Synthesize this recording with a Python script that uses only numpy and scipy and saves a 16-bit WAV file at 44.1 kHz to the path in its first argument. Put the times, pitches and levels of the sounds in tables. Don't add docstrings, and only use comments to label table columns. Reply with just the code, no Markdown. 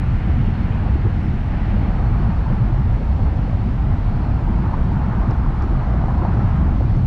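import sys
import numpy as np
from scipy import signal
from scipy.fft import rfft, irfft, next_fast_len
from scipy.io import wavfile
from scipy.ndimage import uniform_filter1d, map_coordinates

SR = 44100
rng = np.random.default_rng(int(sys.argv[2]) if len(sys.argv) > 2 else 0)


def dump(signal):
    limited = np.clip(np.atleast_2d(signal).T, -1, 1)
    pcm = np.round(limited * 32767).astype(np.int16)
    wavfile.write(sys.argv[1], SR, pcm)


def natural_amplitude(level_db):
    exponent = np.asarray(level_db, float) / 20
    return 10 ** exponent


N = 311346


def unit(x):
    return x / np.sqrt(np.mean(x ** 2) + 1e-20)


def curves(rows):
    s, *cols = np.transpose(rows)
    return [np.interp(np.arange(N) / SR, s, c) for c in cols]


def wobble(rate):
    knots = rng.standard_normal(int(N * rate / SR) + 4)
    return map_coordinates(knots, [np.arange(N) * rate / SR])


def filtered(x, response):
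    m = next_fast_len(N + 8192)
    run_on = np.pad(x[:N], 4096, "reflect") * signal.windows.tukey(N + 8192, 8192 / (N + 8192))
    return irfft(rfft(run_on, m) * response(np.fft.rfftfreq(m, 1 / SR)), m)[4096:N + 4096]


def colour(points):
    f, db = np.transpose(points)
    return lambda hz: natural_amplitude(np.interp(np.log(hz + 1), np.log(f + 1), db))


def noise(response, patchy_db):
    z = signal.stft(rng.standard_normal(N + 512), nperseg=512)[2]
    field = uniform_filter1d(rng.standard_normal(z.shape), size=5, axis=0)
    field = uniform_filter1d(field, size=10, axis=1)
    patched = signal.istft(z * natural_amplitude(patchy_db * unit(field)), nperseg=512)[1][:N]
    return unit(filtered(patched, response))


def evened(x, size, depth):
    return unit(x / (np.abs(uniform_filter1d(x ** 2, size=size)) + 0.027) ** depth)


# (start [s], length [s], level [dB])
CRACKLES = [(.24, .04, -94), (.285, .042, -91), (.408, .04, -92), (.608, .038, -93), (1.093, .044, -94),
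            (1.44, .04, -94), (1.615, .028, -94), (1.949, .034, -94), (2.03, .045, -93), (2.157, .047, -91),
            (2.472, .032, -92), (2.597, .071, -90), (2.84, .045, -91), (3.099, .063, -92), (3.195, .01, -92),
            (3.245, .05, -89), (3.845, .063, -93), (3.909, .045, -90), (4.035, .08, -92), (4.123, .042, -91),
            (4.347, .031, -93), (4.419, .047, -93), (4.503, .022, -94), (4.552, .044, -92), (4.795, .031, -92),
            (5.002, .037, -93), (5.208, .092, -91), (5.379, .043, -91), (5.462, .05, -92), (5.549, .048, -93),
            (5.723, .047, -93), (6.32, .044, -92), (6.638, .05, -90), (6.958, .049, -89)]


def top_crackle():
    t = np.arange(N) / SR
    ticks_hz, spiky_db, gain_db = 330, 4, 8
    gate = sum(natural_amplitude(db + gain_db) * (t > s) * (t < s + span) for s, span, db in CRACKLES)
    ticks = (rng.random(N) < ticks_hz / SR) * natural_amplitude(spiky_db * rng.standard_normal(N))
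    ticks = ticks * np.sign(rng.standard_normal(N))
    return filtered(gate * unit(ticks), colour([(9000, -60), (11500, 0), (15700, -2), (16000, -60)]))


# (frequency [Hz], level [dB rms])
TONES = [(9426, -101), (9803, -92.5), (10180, -90.5), (10928, -95.5)]
# (start [s], length [s], level [dB])
SPELLS = [(0, .25, -70), (.3, .4, -68), (.86, .36, -69), (1.46, .3, -69), (1.76, .88, -67.5),
          (2.92, 0.8, -68.5), (4.1, .35, -69), (4.6, .14, -68.5), (4.8, .16, -70), (5.12, .2, -70),
          (5.44, .07, -68), (5.63, .3, -71), (6.08, .4, -68.5), (6.73, .4, -69)]


def whines():
    t = np.arange(N) / SR
    whine_hz, fade_s, between_db = 4322, 0.02, -78

    def edge(s):
        return 1 / (1 + np.exp(np.clip((s - t) / fade_s, -50, 50)))

    db = between_db + sum((top_db - between_db) * edge(s) * (1 - edge(s + span))
                          for s, span, top_db in SPELLS)
    turn = 2 * np.pi * np.cumsum(whine_hz + 3.8 * wobble(12)) / SR
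    level_db = db + .5 + 1.2 * wobble(16) + 2.5 * wobble(35)
    whistle = natural_amplitude(level_db) * (np.sin(turn) + natural_amplitude(1) * np.sin(turn / 2))
    tones = sum(natural_amplitude(level + 3 * wobble(12)) * np.sin(2 * np.pi * np.cumsum(f + 6 * wobble(29)) / SR)
                for f, level in TONES)
    return np.sqrt(2) * (whistle + tones)


# (multiple of the ring [ratio], level [dB])
SHELL = [(.93, 0), (1, 0), (1.08, -2), (1.18, -6), (1.3, -10), (1.45, -18)]
# (time [s], peak level [dB], ring [Hz], t60 [s])
GRIT = [
    (5.2367, -50, 5500, .004),
    (5.3098, -35, 5000, .008),
    (5.6237, -36, 5300, .005),
    (5.6388, -49, 7400, .004),
    (6.1825, -42, 5400, .004),
    (6.3140, -52, 5600, .004),
    (6.5118, -53, 4900, .004),
    (6.967, -46, 6200, .004),
]


def grit():
    out, t = np.zeros(N + 2000), np.arange(2000) / SR
    for s, db, hz, t60 in GRIT:
        ring = sum(natural_amplitude(level) * np.sin(2 * np.pi * k * (hz * t + j * j / 5))
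                   for j, (k, level) in enumerate(SHELL))
        crack = 0.15 * rng.standard_normal(len(t))
        out[round(s * SR):][:len(t)] += natural_amplitude(db - 5.0 - 60 * t / t60) * (ring + crack)
    return filtered(out[:N], lambda f: 1 / (1 + (4450 / (f + 1)) ** 20) / (1 + (f / 7600) ** 14))


# (frequency [Hz], level [dB per Hz])
RUSH = [(300, -30.5), (700, -12.5), (1300, 1.5), (1800, 1.5), (2200, -1.5), (3000, -8), (4000, -22),
        (6000, -54.5), (9000, -120)]
HISS = [(1500, -27), (3000, -3), (4000, -2), (5600, -9), (6500, -15.5), (7500, -17.5), (8300, -21.5),
        (9000, -28), (10200, -21.5), (11000, -28), (12000, -37), (12700, -38), (13000, -53.5),
        (16000, -52.5)]
# (time [s], rush level [dB])
AIRFLOW = [(0, -43.5), (.4, -42.5), (1.35, -44.5), (1.7, -41.5), (2.1, -47), (3.66, -47.5), (4.3, -47.5),
           (5.3, -52), (7.06, -48.5)]


def airflow(shared):
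    rush_db, = curves(AIRFLOW)
    hiss_db = -58.5 + .05 * (rush_db - rush_db.mean()) + 0.23 * wobble(8.1)
    rush = natural_amplitude(rush_db + 0.82 + 0.27 * shared) * noise(colour(RUSH), patchy_db=0.9)
    return rush + natural_amplitude(hiss_db) * noise(colour(HISS), patchy_db=-1.0)


# (frequency [Hz], level [dB per Hz])
SEAM = [(150, -30.5), (330, 4), (500, 2.5), (900, -6), (1300, -15.5), (2200, -41.5), (4000, -78.5)]
# (time [s], thump level [dB], lift of the tyre roar [dB])
SEAMS = [(0.3, -31, 3.5), (0.87, -27.5, 4.5), (1.06, -24, 1), (1.54, -23, 5), (1.721, -21.5, 0.5),
         (1.9, -19, -0.5), (2.505, -21, 1.5), (2.747, -17, 5), (3.006, -23, -2.5), (3.195, -24, 4.5),
         (3.268, -25, 3.5), (3.53, -28, 1.5), (3.92, -26, 3), (4.15, -29, 2), (4.525, -28, 0.5),
         (4.654, -27, 2), (4.73, -16.5, 2), (5.03, -27, 1), (5.134, -28, 2.5), (5.23, -31, 3.5),
         (5.31, -20.5, 5), (5.514, -31, 2), (5.62, -16.5, 4), (5.81, -27, 2), (6.034, -18, 3.5),
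         (6.082, -20, 2.5), (6.242, -15.5, 5.5), (6.41, -23.5, 2), (6.662, -23, 0.5), (6.8, -21, -4)]


def seam_thumps():
    t, length = np.arange(N) / SR, .016
    gate = sum(natural_amplitude(db) * np.exp(-2 * ((t - s - length / 2) / length) ** 2) for s, db, _ in SEAMS)
    return natural_amplitude(-13.5) * gate * noise(colour(SEAM), patchy_db=6.5)


# (time [s], level [dB], surface roughness [0-1])
TYRES = [(0, -38.5, 0.25), (.65, -39, 0), (.9, -37, 0.15), (1.3, -39, 0.08), (1.7, -37.5, 0), (2, -34, 0.3),
         (2.5, -36, 0.48), (2.9, -38, 0.28), (3.3, -37, 0), (3.9, -37.5, 0.22), (4.2, -36, 0.22),
         (4.8, -35.5, 0.6), (5.3, -34, 0.6), (5.6, -36, 0.68), (6.05, -33.5, 0.46), (6.25, -32, 0.44),
         (6.6, -34, 0.63), (7.06, -39, 0)]


def tyre_state():
    t, lift_s = np.arange(N) / SR, 0.022
    tyre_db, rough = curves(TYRES)
    lift_db = sum(db * np.exp(-2 * ((t - s) / lift_s) ** 2) for s, _, db in SEAMS)
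    return tyre_db + lift_db, rough


# (frequency [Hz], level [dB per Hz])
DRONE = [(200, -44), (290, 0.5), (340, -2.5), (420, -5.5), (520, -11.5), (650, -22), (1000, -63.5)]


def drone(tyre_db):
    drone_db = -39.8 + 0.47 * (tyre_db - tyre_db.mean()) + wobble(14)
    return natural_amplitude(drone_db) * noise(colour(DRONE), patchy_db=1.4)


# (time [s], peak level [dB], frequency [Hz])
KNOCKS = [(.032, -25, 1020), (1.767, -23, 550), (2.7445, -22, 700), (2.7515, -26, 850), (2.852, -26, 830),
          (3.006, -28, 710), (3.192, -24, 640), (3.5305, -23, 640), (3.572, -25, 740), (4.734, -22, 800),
          (5.522, -23, 860), (6.039, -18, 800), (6.083, -19, 880), (6.251, -14.5, 850), (6.393, -21, 700)]


def knocks():
    t, out, lull = np.arange(N) / SR, np.zeros(N), np.ones(N)
    decay_cycles, gain_db, lull_s = 1.3, 2, .006
    for s, db, hz in KNOCKS:
        span = slice(round((s - .02) * SR), round((s + .02) * SR))
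        cycles = np.maximum(t[span] - s, 0) * hz
        out[span] -= natural_amplitude(db + gain_db) * np.exp(-cycles / decay_cycles) * np.sin(2 * np.pi * cycles)
        lull[span] *= 1 - .7 * np.exp(-((t[span] - s + lull_s / 2) / lull_s) ** 2)
    return filtered(out, lambda f: 1 / (1 + (f / 2200) ** 6)), lull


# (time [s], frequency [Hz], peak level [dB])
SLAPS = [(0.889, 521, -33), (2.192, 1400, -35), (2.467, 927, -28), (2.53, 1400, -34), (3.479, 480, -32),
         (4.477, 850, -26), (4.588, 927, -27), (4.662, 1187, -29), (4.918, 854, -29), (5.033, 920, -27.5),
         (5.136, 927, -28), (5.22, 1093, -28), (5.258, 1187, -29), (5.304, 480, -39), (5.305, 1170, -27),
         (5.463, 1007, -27), (5.641, 1180, -29), (5.753, 1187, -30), (5.824, 910, -26), (5.943, 570, -28),
         (6.0, 1300, -31), (6.042, 1187, -37), (6.108, 1007, -27), (6.189, 1007, -27), (6.228, 565, -33),
         (6.26, 900, -28), (6.221, 1000, -25), (6.294, 1007, -27), (6.359, 521, -37), (6.373, 1289, -32),
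         (6.416, 1007, -30), (6.527, 1093, -32)]


def slaps():
    t, out, near = np.arange(N) / SR, np.zeros(N), np.zeros(N)
    rise_cycles, fall_cycles, gain_db, dip = 1.1, 2.5, 1.5, 0.32
    for (s, hz, db), phase in zip(SLAPS, rng.random((len(SLAPS), 1))):
        span = slice(max(round((s - .03) * SR), 0), round((s + .04) * SR))
        cycles = (t[span] - s) * hz
        shape = np.exp(-.5 * (cycles / np.where(cycles < 0, rise_cycles, fall_cycles)) ** 2)
        out[span] += natural_amplitude(db + gain_db) * shape * np.sin(2 * np.pi * (cycles + phase))
        near[span] += shape
    return out, 1 - dip * np.clip(near, 0, 1)


def ridge():
    hz = 870 + 70 * wobble(5) + 60 * wobble(60)
    return unit(natural_amplitude(2.7 * wobble(40)) * np.sin(2 * np.pi * np.cumsum(hz) / SR))


# (frequency [Hz], width [Hz], level [dB])
TREAD = [(570, 370, -8.5), (744, 556, 3), (1210, 650, -8.5)]


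def tyres(tyre_db, rough, shared):
    def tread(f):
        power = sum(natural_amplitude(2 * db) / (1 + (2 * (f - c) / w) ** 2) ** 2 for c, w, db in TREAD)
        return np.sqrt(power / (1 + (f / 3000) ** 6))

    roar = evened(noise(tread, patchy_db=0.04), size=300, depth=.08)
    coarse = unit(filtered(roar, lambda f: f ** 2 / (f ** 2 + 1600 ** 2)))
    gain = natural_amplitude(tyre_db + 0.46 * shared + 0.15 * wobble(27))
    slap, room = slaps()
    knock, lull = knocks()
    rolling = gain * ((1 - rough) * roar + rough * coarse + natural_amplitude(-14) * ridge())
    return lull * room * rolling + slap + knock


# (time [s], frequency [Hz], peak level [dB])
EDDIES = [(0.279, 185, -17.5), (0.289, 311.7, -24.5), (0.382, 240.6, -18), (0.481, 202.1, -15),
          (0.486, 341, -27.5), (0.63, 305, -24.5), (0.905, 202, -17.5), (0.958, 313, -21),
          (1.055, 341, -21.5), (1.682, 309, -23.5), (1.749, 202.2, -16), (1.756, 345.6, -29),
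          (1.867, 283.4, -25.0), (1.888, 199.5, -15), (1.904, 331, -28), (2.296, 185, -14),
          (2.53, 201, -15.5), (2.706, 303.5, -22.5), (2.78, 339, -29.5), (2.915, 343, -31),
          (3.185, 262, -24.5), (3.666, 202, -16), (3.942, 221.4, -19.5), (4.268, 239.5, -21),
          (4.498, 314.7, -25), (4.504, 202.5, -15.5), (4.741, 339, -30), (4.862, 152.5, -15.5),
          (4.895, 170.5, -15), (5.085, 185, -15.5), (5.183, 202, -16.5), (5.207, 284, -24),
          (5.239, 327, -25.5), (5.278, 220.6, -16.5), (5.29, 316, -29), (5.298, 283.6, -23),
          (5.621, 340, -30), (5.642, 316, -23), (5.671, 269, -22), (5.72, 308, -25), (5.951, 340, -27),
          (6.039, 141.2, -14.0), (6.071, 310, -26.5), (6.15, 239, -23), (6.185, 331, -28.0),
          (6.226, 340, -22), (6.286, 187, -14.5), (6.305, 350, -26.5), (6.345, 285, -22.5),
          (6.359, 340, -31), (6.377, 209, -17.5), (6.389, 339, -30), (6.415, 334, -30), (6.435, 185, -18.0),
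          (6.442, 313, -26), (6.548, 143, -13.0), (6.723, 318, -27.0), (6.806, 285, -29), (6.814, 285, -26),
          (6.845, 339, -27.5),
          (0.135, 93.6, -13.5), (0.309, 78.2, -12.5), (0.362, 85.6, -16.0), (0.406, 121, -9),
          (0.706, 101, -14), (0.756, 93, -13), (0.811, 101, -17), (0.957, 71, -13), (1.058, 109.4, -10.5),
          (1.132, 85, -14.5), (1.175, 78.8, -16.5), (1.41, 85, -15), (1.723, 92.6, -17), (1.77, 93, -17.5),
          (1.849, 92.8, -18), (2.018, 85, -19), (2.076, 111.3, -15), (2.128, 109.3, -16),
          (2.51, 120, -14.5), (2.621, 120, -8), (2.734, 120, -12), (2.798, 130.5, -12.5),
          (2.861, 94.3, -11.5), (2.894, 101, -14.5), (2.953, 118.3, -14), (3.137, 70.8, -12.5),
          (3.22, 93, -14.5), (3.236, 131, -18), (3.393, 131, -16), (3.55, 93, -10.5), (3.746, 120, -16),
          (3.843, 92.4, -15), (3.942, 92, -12.5), (4.093, 94.2, -15), (4.158, 131, -13.5),
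          (4.264, 131, -17.5), (4.492, 85, -17.5), (4.811, 71, -13), (4.971, 131, -15),
          (5.295, 120.3, -9.5), (5.41, 110.8, -16), (5.485, 132.7, -15), (5.779, 132.3, -16.5),
          (6.1, 131, -15.5), (6.2, 84.3, -12.5), (6.263, 92.7, -17), (6.356, 92.5, -20),
          (6.396, 119.8, -13), (6.449, 130.9, -13), (6.452, 93.7, -12.5), (6.51, 132, -16),
          (6.512, 85, -13.5), (6.61, 71, -10), (6.678, 71, -9.5), (6.824, 92.4, -14.5), (6.853, 120, -10),
          (6.905, 101, -10.5), (6.978, 130.6, -11.5), (7.009, 110.6, -13), (7.041, 110.9, -11),
          (0.092, 66.6, -18), (0.175, 30.34, -18.0), (0.272, 55, -16), (0.46, 36.1, -19), (0.619, 59.9, -20),
         (0.792, 32.83, -20), (0.917, 65, -17), (1.635, 46, -18.0), (1.689, 64.4, -17.5),
         (1.744, 39, -15.5), (1.803, 66.3, -18), (1.893, 45.4, -15), (1.964, 40.1, -19),
         (2.069, 49.94, -15.5), (2.185, 50.1, -11.5), (2.313, 46, -17), (2.404, 44.9, -18.0),
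         (2.657, 49.6, -12.5), (2.764, 42.9, -14.5), (2.91, 29.8, -19.5), (2.945, 54.2, -12),
         (3.019, 38.4, -18), (3.225, 30.1, -15.5), (3.266, 65, -11), (3.321, 55, -14), (3.421, 49.9, -13),
         (3.593, 55, -19), (3.716, 29.1, -23), (3.81, 50, -16.5), (3.9, 34.64, -17), (4.054, 38.75, -14.5),
         (4.223, 39.45, -20.5), (4.367, 55.5, -17.5), (4.464, 35.53, -14.5), (4.567, 49.76, -15),
         (4.667, 65, -18.5), (4.759, 29.7, -17), (4.82, 36, -15), (5.01, 54.7, -17.5), (5.138, 39, -18.5),
         (5.214, 46.5, -13.5), (5.393, 60, -13), (5.475, 36, -12.5), (5.629, 65.1, -12.5),
         (5.702, 64.6, -15), (5.746, 38.94, -14.5), (5.932, 55.4, -16.5), (6.124, 55.2, -16),
         (6.366, 58.7, -17.5), (6.534, 38.4, -20.0), (6.727, 30, -16.5), (6.741, 55.8, -23),
         (6.794, 55, -15), (6.858, 59.8, -14), (6.937, 38.97, -14.5)]


def vortices():
    t, out, near = np.arange(N) / SR, np.zeros(N), np.zeros((3, N))
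    half_length_cycles, gain_db = 1.105, 1
    rows = EDDIES
    for (s, hz, db), phase in zip(rows, rng.random((len(rows), 1))):
        span = slice(max(round((s - 7 / hz) * SR), 0), round((s + 7 / hz) * SR))
        shape = np.exp(-.5 * ((t[span] - s) * hz / half_length_cycles) ** 2)
        out[span] += natural_amplitude(db + gain_db) * shape * np.sin(2 * np.pi * (hz * t[span] + phase))
        near[np.searchsorted([68, 140], hz), span] += shape
    return out, np.clip(near, 0, 1)


# (frequency [Hz], level [dB per Hz])
LARGE = [(5, -19.5), (15, -12), (30, 2), (50, 1), (60, 4.5), (80, -25), (200, -45), (400, -120)]
MIDDLE = [(30, -48), (50, -15.5), (65, -0.5), (100, 0.5), (130, -3.5), (160, -20.5), (300, -56.5),
          (600, -120)]
SMALL = [(70, -53.5), (120, -2), (150, 0.5), (210, -2.5), (260, -8.5), (310, -15.5), (400, -27.5),
         (800, -84)]
# (time [s], strength [dB], eddy size [0-1])
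WIND = [(0, -16.5, 0.5), (.4, -17.5, 0.5), (.8, -15.5, 0.6), (1.2, -17, 0.2), (1.55, -17.5, .6),
        (1.8, -15.5, 0.3), (2.2, -15, 0.9), (2.65, -17, 0.6), (3.2, -16.5, 0.7), (3.6, -16.5, 0.6),
        (4.2, -16, 0.8), (4.55, -15, .4), (5.1, -17, 0.5), (5.5, -17, 0.8), (5.9, -16.5, 0.5),
        (6.3, -16, 0.2), (6.7, -14.5, 0.3), (7.06, -19, 0.2)]


def buffet():
    strength_db, bulk = curves(WIND)
    large = evened(noise(colour(LARGE), patchy_db=-1.5), size=1100, depth=0.25)
    middle = evened(noise(colour(MIDDLE), patchy_db=0.26), size=1500, depth=0.22)
    small = evened(noise(colour(SMALL), patchy_db=.5), size=1500, depth=0.22)
    gust = natural_amplitude(wobble(16))
    layers = large, gust * middle, gust * small
    settings = (-4, 4, 0.5), (-5.5, -2, 0.5), (-9, -3.5, 1)
    swing, near = vortices()
    for layer, (db, per_size_db, flutter_db), taken in zip(layers, settings, near):
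        gain = natural_amplitude(strength_db + db + per_size_db * (bulk - .5) + flutter_db * wobble(9))
        swing = swing + gain * (1 - 0.52 * taken) * layer
    run_on = np.pad(swing, 4096, "reflect")
    reach = np.abs(signal.hilbert(run_on, next_fast_len(N + 8192))[4096:N + 4096])
    give = (1 + (reach / .415) ** 6) ** (-1 / 6)
    return swing * uniform_filter1d(give, size=200)


def mid_swing(x):
    near = np.exp(-(np.arange(N) / SR / .004) ** 2)
    return x + (-.1 - x[0]) * near + (-.21 - x[-1]) * near[::-1]


def scene():
    shared = wobble(8.2)
    tyre_db, rough = tyre_state()
    road = airflow(shared) + drone(tyre_db) + tyres(tyre_db, rough, shared)
    mix = mid_swing(whines() + grit() + seam_thumps() + road + buffet())
    below_edge = filtered(mix, colour([(11100, 0), (11300, -60)]))
    edge_band = colour([(11000, -60), (11200, 0), (12000, -1), (12700, -4), (12950, -45)])
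    flicker = unit(natural_amplitude(7 * np.tanh(2 * wobble(40))))
    return (below_edge + 0.8 * flicker * filtered(mix, edge_band) + top_crackle())[None]


def top_cut(x):
    return signal.sosfilt(signal.butter(12, 15700, fs=SR, output="sos"), x)


def record(dry):
    return top_cut(dry)


dry = scene()
out = record(dry)
dump(out)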